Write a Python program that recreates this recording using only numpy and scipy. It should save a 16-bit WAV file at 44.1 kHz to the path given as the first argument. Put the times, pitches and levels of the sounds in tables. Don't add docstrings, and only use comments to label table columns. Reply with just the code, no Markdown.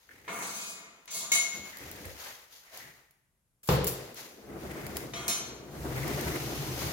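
import sys
import numpy as np
from scipy import signal
from scipy.fft import rfft, irfft
from scipy.io import wavfile
from scipy.ndimage import uniform_filter1d

SR = 44100
rng = np.random.default_rng(int(sys.argv[2]) if len(sys.argv) > 2 else 0)


def transcribe(signal):
    frames = np.atleast_2d(signal).T
    limited = np.clip(frames, -1, 1)
    pcm = np.round(limited * 32767).astype(np.int16)
    wavfile.write(sys.argv[1], SR, pcm)


N = 305270
T = np.arange(N) / SR
RING = T[:SR]

# (frequency [Hz], level [dB])
ROOM_TONE = [(15, -26.5), (25, -10.5), (49, -3), (108, -13.5), (127, -7), (236, -17), (427, -23.5),
             (4490, -37.5), (11300, -29.5), (16000, -45)]
# (time [s], length [s], rub [dB], swish [dB])
SWEEPS = [(-.06, 0.63, -68, -66.5), (.9, 0.42, -65, -76), (1.5, 0.048, -50, -46.5),
          (1.62, .08, -48.5, -51.5), (1.75, 0.45, -52, -53), (2.16, .12, -47.5, -46.5),
          (2.48, 0.087, -61, -54), (2.6, 0.23, -60, -64), (2.7, 0.083, -49.5, -49.5),
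          (3.9, 0.15, -49.5, -55), (4.135, 0.04, -46, -44), (4.55, 0.39, -54.5, -56.5),
          (4.92, 0.042, -56, -47.5), (5.67, 0.2, -64, -59), (6.75, .09, -41, -40.5)]
# (frequency [Hz], level [dB])
RUB_EQ = [(250, -10), (480, -2), (800, -1.5), (1400, -3), (2000, -1.5), (2700, -6.5), (4000, -16)]
SWISH_EQ = [(1180, -31), (2000, -13.5), (3010, -3), (4410, -1), (5780, -3), (6590, 0), (8120, -15.5),
            (11100, -5), (15100, -7), (16000, -28)]

# (time [s], length [s], rumble [dB], grit [dB])
LOW_SWELLS = [(.05, 0.33, -62.5, -59), (1.52, 0.033, -46, -72), (1.75, 0.33, -50, -52.5),
              (2.76, 0.1, -60, -56), (4.42, 0.07, -47, -59), (4.62, 0.4, -50, -49), (5.7, .18, -62, -56.5),
              (5.86, 0.52, -44.5, -43.5)]
# (frequency [Hz], level [dB])
LOW_SWELL_EQ = [(21, -47), (35, -19), (70, -1.5), (213, -7.5), (258, -5.5), (291, -2.5), (523, -7.5),
                (591, -10.5), (900, -17.5), (1170, -55), (1980, -120)]
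GRIT_EQ = [(700, -24), (1300, -16), (2050, -4.5), (2600, -14.5), (4000, -25)]
# (time [s], level [dB], pitch [Hz], t60 [s])
BUMPS = [(.091, -48, 1735, 0.04), (.108, -50.5, 1720, 0.14), (1.54, -53, 210, 0.98),
         (1.73, -50, 1880, 0.95), (1.86, -53, 370, 0.22), (2.055, -40.5, 75, 0.39),
         (2.06, -47.5, 510, 0.55), (2.668, -58, 2070, 0.35), (2.72, -55.5, 676, 0.47),
         (2.8, -51.5, 1940, 0.79), (2.83, -59, 140, 0.42)]

# (time [s], length [s], grind [dB], scratch [dB])
PUSHES = [(.268, 0.14, -38.5, -40), (.40, .26, -49.5, -38), (.66, 0.17, -53, -62.5),
          (1.085, 0.076, -46.5, -33.5), (1.19, 0.053, -45.5, -49.5), (5.125, 0.18, -43.5, -47)]
# (time [s], bar [dB], frame [dB], contact [0 end to 1 flank], cut-off [Hz])
BLOWS = [(0.2788, -12, -24.5, 0.0047, 1520), (.425, -19.5, -40, 0.35, 10000),
         (1.077, -19.5, -42.5, 0.18, 4940), (1.318, 2, -30, 0.065, 19700), (1.352, -3, -33.5, 0.095, 19900),
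         (5.136, -3, -35.5, 0.56, 3240), (5.2805, 0.5, -34, 0.71, 20000), (5.296, -4.5, -37.5, 0.76, 20000)]
# (frequency [Hz], t60 [s], struck on its end [dB], struck on its flank [dB])
BAR_MODES = [(684, 1.2, -49, -44), (1200, 1.2, -50, -47), (2169, 0.82, -25.5, -52), (2191, 1.2, -42, -55),
             (2466, 1.2, -52, -47), (3040, 0.88, -41, -47), (3260, 0.94, -50, -42), (3660, 0.68, -44, -42),
             (3905, 0.83, -38, -45), (4225, 0.96, -42, -40), (4560, 0.61, -39, -51), (4845, 0.8, -52, -50),
             (5389, 0.84, -40, -34), (5895, 0.57, -34, -50), (6105, 0.89, -32, -37), (6255, 0.62, -30, -42),
             (6745, 0.59, -34, -44), (6820, 0.97, -28, -52), (7009, 0.58, -47, -39), (7393, 0.63, -34, -40),
             (8076, 0.57, -34, -42), (8419, 0.58, -45, -52), (9551, 0.42, -32, -38),
             (10378, 0.48, -38, -38), (10698, 0.54, -41, -41), (11260, 0.49, -45, -37),
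             (12205, 0.53, -45, -44), (12820, 0.56, -41, -41), (15400, 0.69, -55, -51),
             (15738, 0.53, -41, -48)]
# (frequency [Hz], level [dB])
CRACK_EQ = [(200, -29.5), (1000, -10.5), (4000, -5.5), (8000, -2), (11000, 2.5), (15000, 0.5)]
FRAME_EQ = [(60, -33.5), (160, -5), (700, -6.5), (1300, -1), (1850, -3.5), (2300, -0.5), (4400, 0.5),
            (5100, -5.5), (6600, 3.5), (9000, -9.5), (10500, -3), (11800, -13), (13800, -2.5),
            (15000, -1.5)]
# (frequency [Hz], t60 [s])
FRAME_T60 = [(150, 1.0), (2000, 1), (7000, 0.71), (15000, 0.16)]
# (time [s], frequency [Hz], relative level [dB], swell [s])
SINGING = [(.28, 2191, -45, .01), (.44, 2466, -47, .24), (.47, 9551, -52, .03), (.5, 4845, -51, .2),
           (.5, 3260, -53, .15), (.55, 684, -53, .12), (.575, 2191, -49, .02), (1.1, 4560, -45, .05),
           (1.11, 7009, -47, .06), (1.11, 10698, -45, .06), (1.45, 2169, -42, .1), (5.135, 684, -50, .03),
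           (5.135, 1200, -50, .02), (5.14, 3260, -47, .03), (5.15, 5895, -50, .03)]

# (time [s], level [dB])
TICKS = [(1.0572, -46.5), (1.7712, -33.5), (1.786, -40.5), (1.9144, -34), (2.0538, -36), (2.774, -34),
         (3.109, -52), (4.145, -39), (4.8662, -30.5), (4.969, -21.5), (5.9632, -38), (6.0797, -30),
         (6.2103, -29)]
# (frequency [Hz], level [dB])
TICK_EQ = [(1000, -5), (3000, -5.5), (5000, -3.5), (7200, -3), (9200, -4), (10600, 2.5), (12000, 4),
           (15000, 2)]
TICK_T60 = 0.018

# (time [s], length [s], level [dB])
STROKES = [(3.63, 0.047, -50.5), (3.672, 0.079, -38), (3.872, 0.0027, -25), (3.885, 0.053, -41)]
# (time [s], level [dB], t60 [s])
SNAPS = [(3.638, -61, 0.066), (3.702, -39, .04), (3.8434, -25.5, 0.036), (3.869, -22, 0.027)]
# (frequency [Hz], width [Hz], relative level [dB])
STRIKER_MODES = [(7200, 190, -5), (7860, 330, -27), (10400, 230, -10), (12230, 370, -23),
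                 (14200, 210, -2.5)]

LIGHT_S = 3.689
# (frequency [Hz], level [dB])
POP_CRACK_EQ = [(30, -27), (60, 11), (200, -26), (550, -7), (1500, -22), (5000, -30), (12000, -46)]
POP_TAIL_EQ = [(25, -26), (65, -13), (95, -13.5), (140, -3), (260, -19.5), (450, -7), (770, -20.5),
               (1050, -18.5), (1600, -27.5), (4400, -32.5), (9000, -45.5), (15000, -50)]
# (frequency [Hz], t60 [s])
POP_T60 = [(60, 0.9), (170, 0.78), (450, 1), (1300, 0.68), (4000, 1), (12000, 0.44)]
# (frequency [Hz], relative level [dB], t60 [s])
BOOM_MODES = [(70.9, 1.5, 0.36), (131.6, -0.5, 0.62), (147.7, 2.5, 0.41), (181.8, -3, 0.54)]
# (frequency [Hz], level [dB])
HISS_EQ = [(1290, -10), (2200, -4.5), (2690, -7), (2890, -5.5), (3140, -7), (5960, -7.5), (6370, -6),
           (7900, -16), (12300, -10), (15100, -11.5), (16000, -33)]

# (time [s], level [dB])
ROAR_LEVEL = [(3.95, -48.5), (4.12, -59), (4.4, -53), (4.53, -45.5), (4.62, -44), (4.72, -42.5),
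              (4.85, -41.5), (5.0, -43), (5.13, -45.5), (5.36, -47), (5.63, -47.5), (5.762, -44),
              (5.87, -39), (6.27, -39), (6.6, -40), (6.92, -39.5)]
# (frequency [Hz], level [dB])
ROAR_EQ = [(110, -63), (190, -1), (260, -3.5), (335, 1.5), (450, -3.5), (560, -7.5), (720, -8.5),
           (880, -19), (1100, -18.5), (1600, -21.5), (2200, -25.5), (4000, -43)]
TEARING_EQ = [(400, -1.5), (800, 13.0), (1500, 7.0), (2100, -14), (3200, -17.0), (8000, -22)]
RUMBLE_EQ = [(25, -18), (42, -11), (56, -8.5), (66, 3.5), (78, -1.5), (90, -8.5), (115, -3), (128, 5.5),
             (160, 0), (185, -30), (260, -36)]

# (frequency [Hz], level [dB])
REVERB_EQ = [(100, -16), (15000, -1.0)]
# (frequency [Hz], t60 [s])
REVERB_T60 = [(100, 0.51), (1000, 1), (5000, 0.76), (15000, 0.17)]
# (frequency [Hz], side minus mid [dB])
WIDTH = [(60, -7.5), (130, -15.5), (250, -12.5), (500, -8), (1000, -1), (4000, -0.5), (12000, -0.5)]
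# (frequency [Hz], left minus right [dB])
BALANCE = [(60, 2), (125, 1), (250, 1.5), (1000, 2), (2000, 2), (4400, 3.5), (8000, 1), (13000, 0.5)]


def amp(db):
    return 10 ** (np.asarray(db) / 20)


def unit(x):
    return x / np.sqrt(np.mean(x ** 2))


def along(points, hz):
    f, value = np.transpose(points)
    return np.interp(np.log(np.maximum(hz, 1)), np.log(f), value)


def colour(x, eq):
    n = x.shape[-1]
    return irfft(rfft(x) * amp(along(eq, np.fft.rfftfreq(n, 1 / SR))), n)


def noise(eq, size=N):
    mid, side = rng.standard_normal((2, size))
    side = colour(side, WIDTH)
    return unit(colour(np.array([mid + side, mid - side]), eq))


def flicker(rate_hz, depth_db):
    hold = max(int(SR / rate_hz), 1)
    steps = rng.standard_normal(N)[np.arange(N) // hold]
    return unit(amp(depth_db * unit(uniform_filter1d(steps, hold))))


def fade(t60):
    return np.exp(-np.log(1000) * RING / t60)


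def envelope(s, length, attack_s, t60):
    rise = np.sin(np.pi / 2 * np.clip((T - s) / attack_s, 0, 1)) ** 2
    return rise * np.exp(-np.log(1000) * np.maximum(T - s - length, 0) / t60)


def gestures(rows, attack_s, t60):
    power = sum(np.outer(amp(db), envelope(s, length, attack_s, t60)) ** 2 for s, length, *db in rows)
    return np.sqrt(power)


def tail(eq, t60s):
    bands = np.geomspace(40, 16000, 10)
    spectrum, f = rfft(noise(eq, SR)), np.fft.rfftfreq(SR, 1 / SR)
    return sum(irfft(spectrum * along(np.c_[bands, share], f), SR) * fade(along(t60s, hz))
               for hz, share in zip(bands, np.eye(len(bands))))


def add(out, s, sound):
    i = max(int(s * SR), 0)
    out[:, i:i + sound.shape[-1]] += sound[..., :N - i]


def through(x, response):
    wet = signal.fftconvolve(np.atleast_2d(x), response, axes=1)[:, :N]
    return wet / np.sqrt(np.sum(response ** 2) / 2)


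def soften(x, hz):
    return signal.sosfilt(signal.butter(2, min(hz, .45 * SR), fs=SR, output="sos"), x)


def pan(x, left_lag):
    return np.array([np.roll(x[0], left_lag), x[1]])


def room_tone(level_db=-76.5):
    return amp(level_db) * noise(ROOM_TONE)


def rub_and_swish(rattles_per_s=5.4):
    rub, _ = gestures(SWEEPS, attack_s=0.062, t60=0.84)
    _, swish = gestures(SWEEPS, attack_s=0.062, t60=0.69)
    rattle, tick = np.zeros((2, N)), noise(TICK_EQ, SR) * fade(TICK_T60)
    out = rub * noise(RUB_EQ) * flicker(40, 1.6)
    out += swish * noise(SWISH_EQ) * flicker(250, 1.4)
    for when, softness in rng.random((int(rattles_per_s * N / SR), 2)):
        add(rattle, when * N / SR, amp(-3 - 2 * softness) * tick)
    return out + swish * rattle


def low_swells():
    rumble, grit = gestures(LOW_SWELLS, attack_s=0.091, t60=0.53)
    low = rumble * noise(LOW_SWELL_EQ) * flicker(30, 0.78)
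    return low + grit * noise(GRIT_EQ) * flicker(90, 3.2)


def chair_bumps():
    out = np.zeros((2, N))
    for s, db, hz, t60 in BUMPS:
        body = [(hz / 3, -45), (hz / 1.25, -15), (hz, 0), (hz * 1.25, -15), (hz * 3, -45)]
        add(out, s, amp(db) * noise(body, SR) * fade(t60))
    return out


def stereo_phases(apart_rad=1.2):
    start, side = rng.random(2)
    return 2 * np.pi * start + np.sign(side - .5) * apart_rad * np.array([[0], [1]])


def detune(spread_hz):
    off_hz = np.interp(RING, np.arange(51) / 50, rng.standard_normal(51))
    return 2 * np.pi * spread_hz * np.cumsum(off_hz) / SR


def frame_ring(spacing_hz=32):
    wash, f = tail(FRAME_EQ, FRAME_T60), np.fft.rfftfreq(SR, 1 / SR)
    ripple = np.clip(np.interp(f / spacing_hz, np.arange(SR), rng.standard_normal(SR)), -2, 1.3)
    ripple_db = 7 * ripple * along([(300, 0.1), (2500, 0.24)], f)
    lead = SR // 50
    return irfft(rfft(np.roll(wash, lead, axis=1)) * amp(ripple_db), SR)[:, lead:]


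def bar_ring(contact, wander_hz=5, split_hz=14, twin_gain=0.67, damping_t60=3):
    out = np.zeros((2, SR))
    for hz, t60, end_db, flank_db in BAR_MODES:
        starts = np.array([stereo_phases(), stereo_phases()])
        pair_hz = [hz, hz + split_hz * rng.normal()]
        phases = np.array([2 * np.pi * f * RING + detune(wander_hz) for f in pair_hz])
        mode, twin = np.sin(phases[:, None] + starts)
        out += amp(end_db + contact * (flank_db - end_db)) * (mode + twin_gain * twin) * fade(t60)
    return out * fade(damping_t60)


def bar_sing(near_hz, swell_s, wander_hz=6, damping_t60=5):
    hz, t60, *_ = min(BAR_MODES, key=lambda mode: abs(mode[0] - near_hz))
    swell = np.minimum(RING / swell_s, 1)
    release = np.exp(-np.log(1000) * np.maximum(RING - swell_s, 0) / t60)
    wave = np.sin(2 * np.pi * hz * RING + stereo_phases() + detune(wander_hz))
    return swell * release * fade(damping_t60) * flicker(33, 0.62)[:SR] * wave


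def steel_bar(crack_db=-25, singing_db=2, grind_hz=1700, scratch_hz=2800):
    out, frame = np.zeros((2, N)), frame_ring()
    for s, bar_db, frame_db, contact, cut_hz in BLOWS:
        crack = amp(crack_db) * noise(CRACK_EQ, SR) * fade(t60=0.028)
        add(out, s, soften(amp(bar_db) * (bar_ring(contact) + crack), cut_hz))
        add(out, s, soften(amp(frame_db) * frame, cut_hz))
    for s, hz, db, swell_s in SINGING:
        add(out, s, amp(db + singing_db) * bar_sing(hz, swell_s))
    grind, scratch = gestures(PUSHES, attack_s=0.037, t60=0.34)
    slips = rng.standard_normal(N) * flicker(300, 4.6)
    sharp = signal.sosfilt(signal.butter(1, scratch_hz, "high", fs=SR, output="sos"), slips)
    force = grind * unit(soften(slips, grind_hz)) + scratch * unit(sharp)
    return out + amp(-1) * through(force, frame) + amp(-3) * through(force, bar_ring(contact=0.18))


def fittings():
    out = np.zeros((2, N))
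    for s, db in TICKS:
        add(out, s, amp(db) * noise(TICK_EQ, SR) * fade(TICK_T60))
    return out


def reverb(x, wet_db=-4):
    return x + amp(wet_db) * through(x.mean(axis=0), tail(REVERB_EQ, REVERB_T60))


def striker(floor_db=-12):
    f = np.arange(500, 17000, 50)
    peaks = sum(amp(db) / np.hypot(1, 2 * (f - hz) / width) for hz, width, db in STRIKER_MODES)
    floor = amp(floor_db + along(TICK_EQ, f))
    cup_eq = np.c_[f, 20 * np.log10(np.hypot(peaks * f / (f + 2000), floor))]
    out = gestures(STROKES, attack_s=0.0028, t60=0.13) * noise(cup_eq) * flicker(900, 2.2)
    for s, db, t60 in SNAPS:
        add(out, s, amp(db) * noise(cup_eq, SR) * fade(t60))
    return out


def pop(crack_db=-16, boom_db=-21, tail_db=-22):
    crack = amp(crack_db) * noise(POP_CRACK_EQ, SR) * fade(t60=0.044)
    boom = sum(amp(db) * np.sin(2 * np.pi * hz * RING) * fade(t60) for hz, db, t60 in BOOM_MODES)
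    build = 1 - np.exp(-RING / 0.018)
    out = np.zeros((2, N))
    add(out, LIGHT_S, crack + amp(boom_db) * build * boom + amp(tail_db) * tail(POP_TAIL_EQ, POP_T60))
    return out


def gas_hiss(low_db=-63, open_db=-42, valve_s=5.7, turn_s=0.56):
    flow = amp(low_db) * (T > LIGHT_S) + amp(open_db) * envelope(valve_s, N / SR, turn_s, t60=1)
    return flow * noise(HISS_EQ) * flicker(200, 0.59)


def flame(full_roar_db=-42, tearing_db=-52, rumble_db=-45):
    s, db = np.transpose(ROAR_LEVEL)
    roar = amp(np.interp(T, s, db, left=-140))
    swing = roar / amp(full_roar_db)
    eddies = flicker(55, 2.1)
    body = roar * noise(ROAR_EQ) * eddies
    tearing = swing ** 2 * noise(TEARING_EQ) * eddies * flicker(200, 0.54)
    rumble = swing ** 1.7 * noise(RUMBLE_EQ) * flicker(25, 2.2)
    return body + amp(tearing_db) * tearing + amp(rumble_db) * rumble


def scene():
    steel, air = steel_bar(), room_tone()
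    worker = rub_and_swish() + low_swells() + chair_bumps() + reverb(fittings() + striker())
    torch = pop() + gas_hiss() + flame()
    return pan(steel, left_lag=4) + pan(worker + torch, left_lag=-6) + air


def record(dry, low_cut_hz=36, high_cut_hz=16100):
    left = colour(dry[0], [(hz, db / 2) for hz, db in BALANCE])
    right = colour(dry[1], [(hz, -db / 2) for hz, db in BALANCE])
    stereo = signal.sosfilt(signal.butter(3, low_cut_hz, "high", fs=SR, output="sos"), [left, right])
    return signal.sosfilt(signal.ellip(10, .2, 80, high_cut_hz, fs=SR, output="sos"), stereo)


dry = scene()
out = record(dry)
transcribe(out)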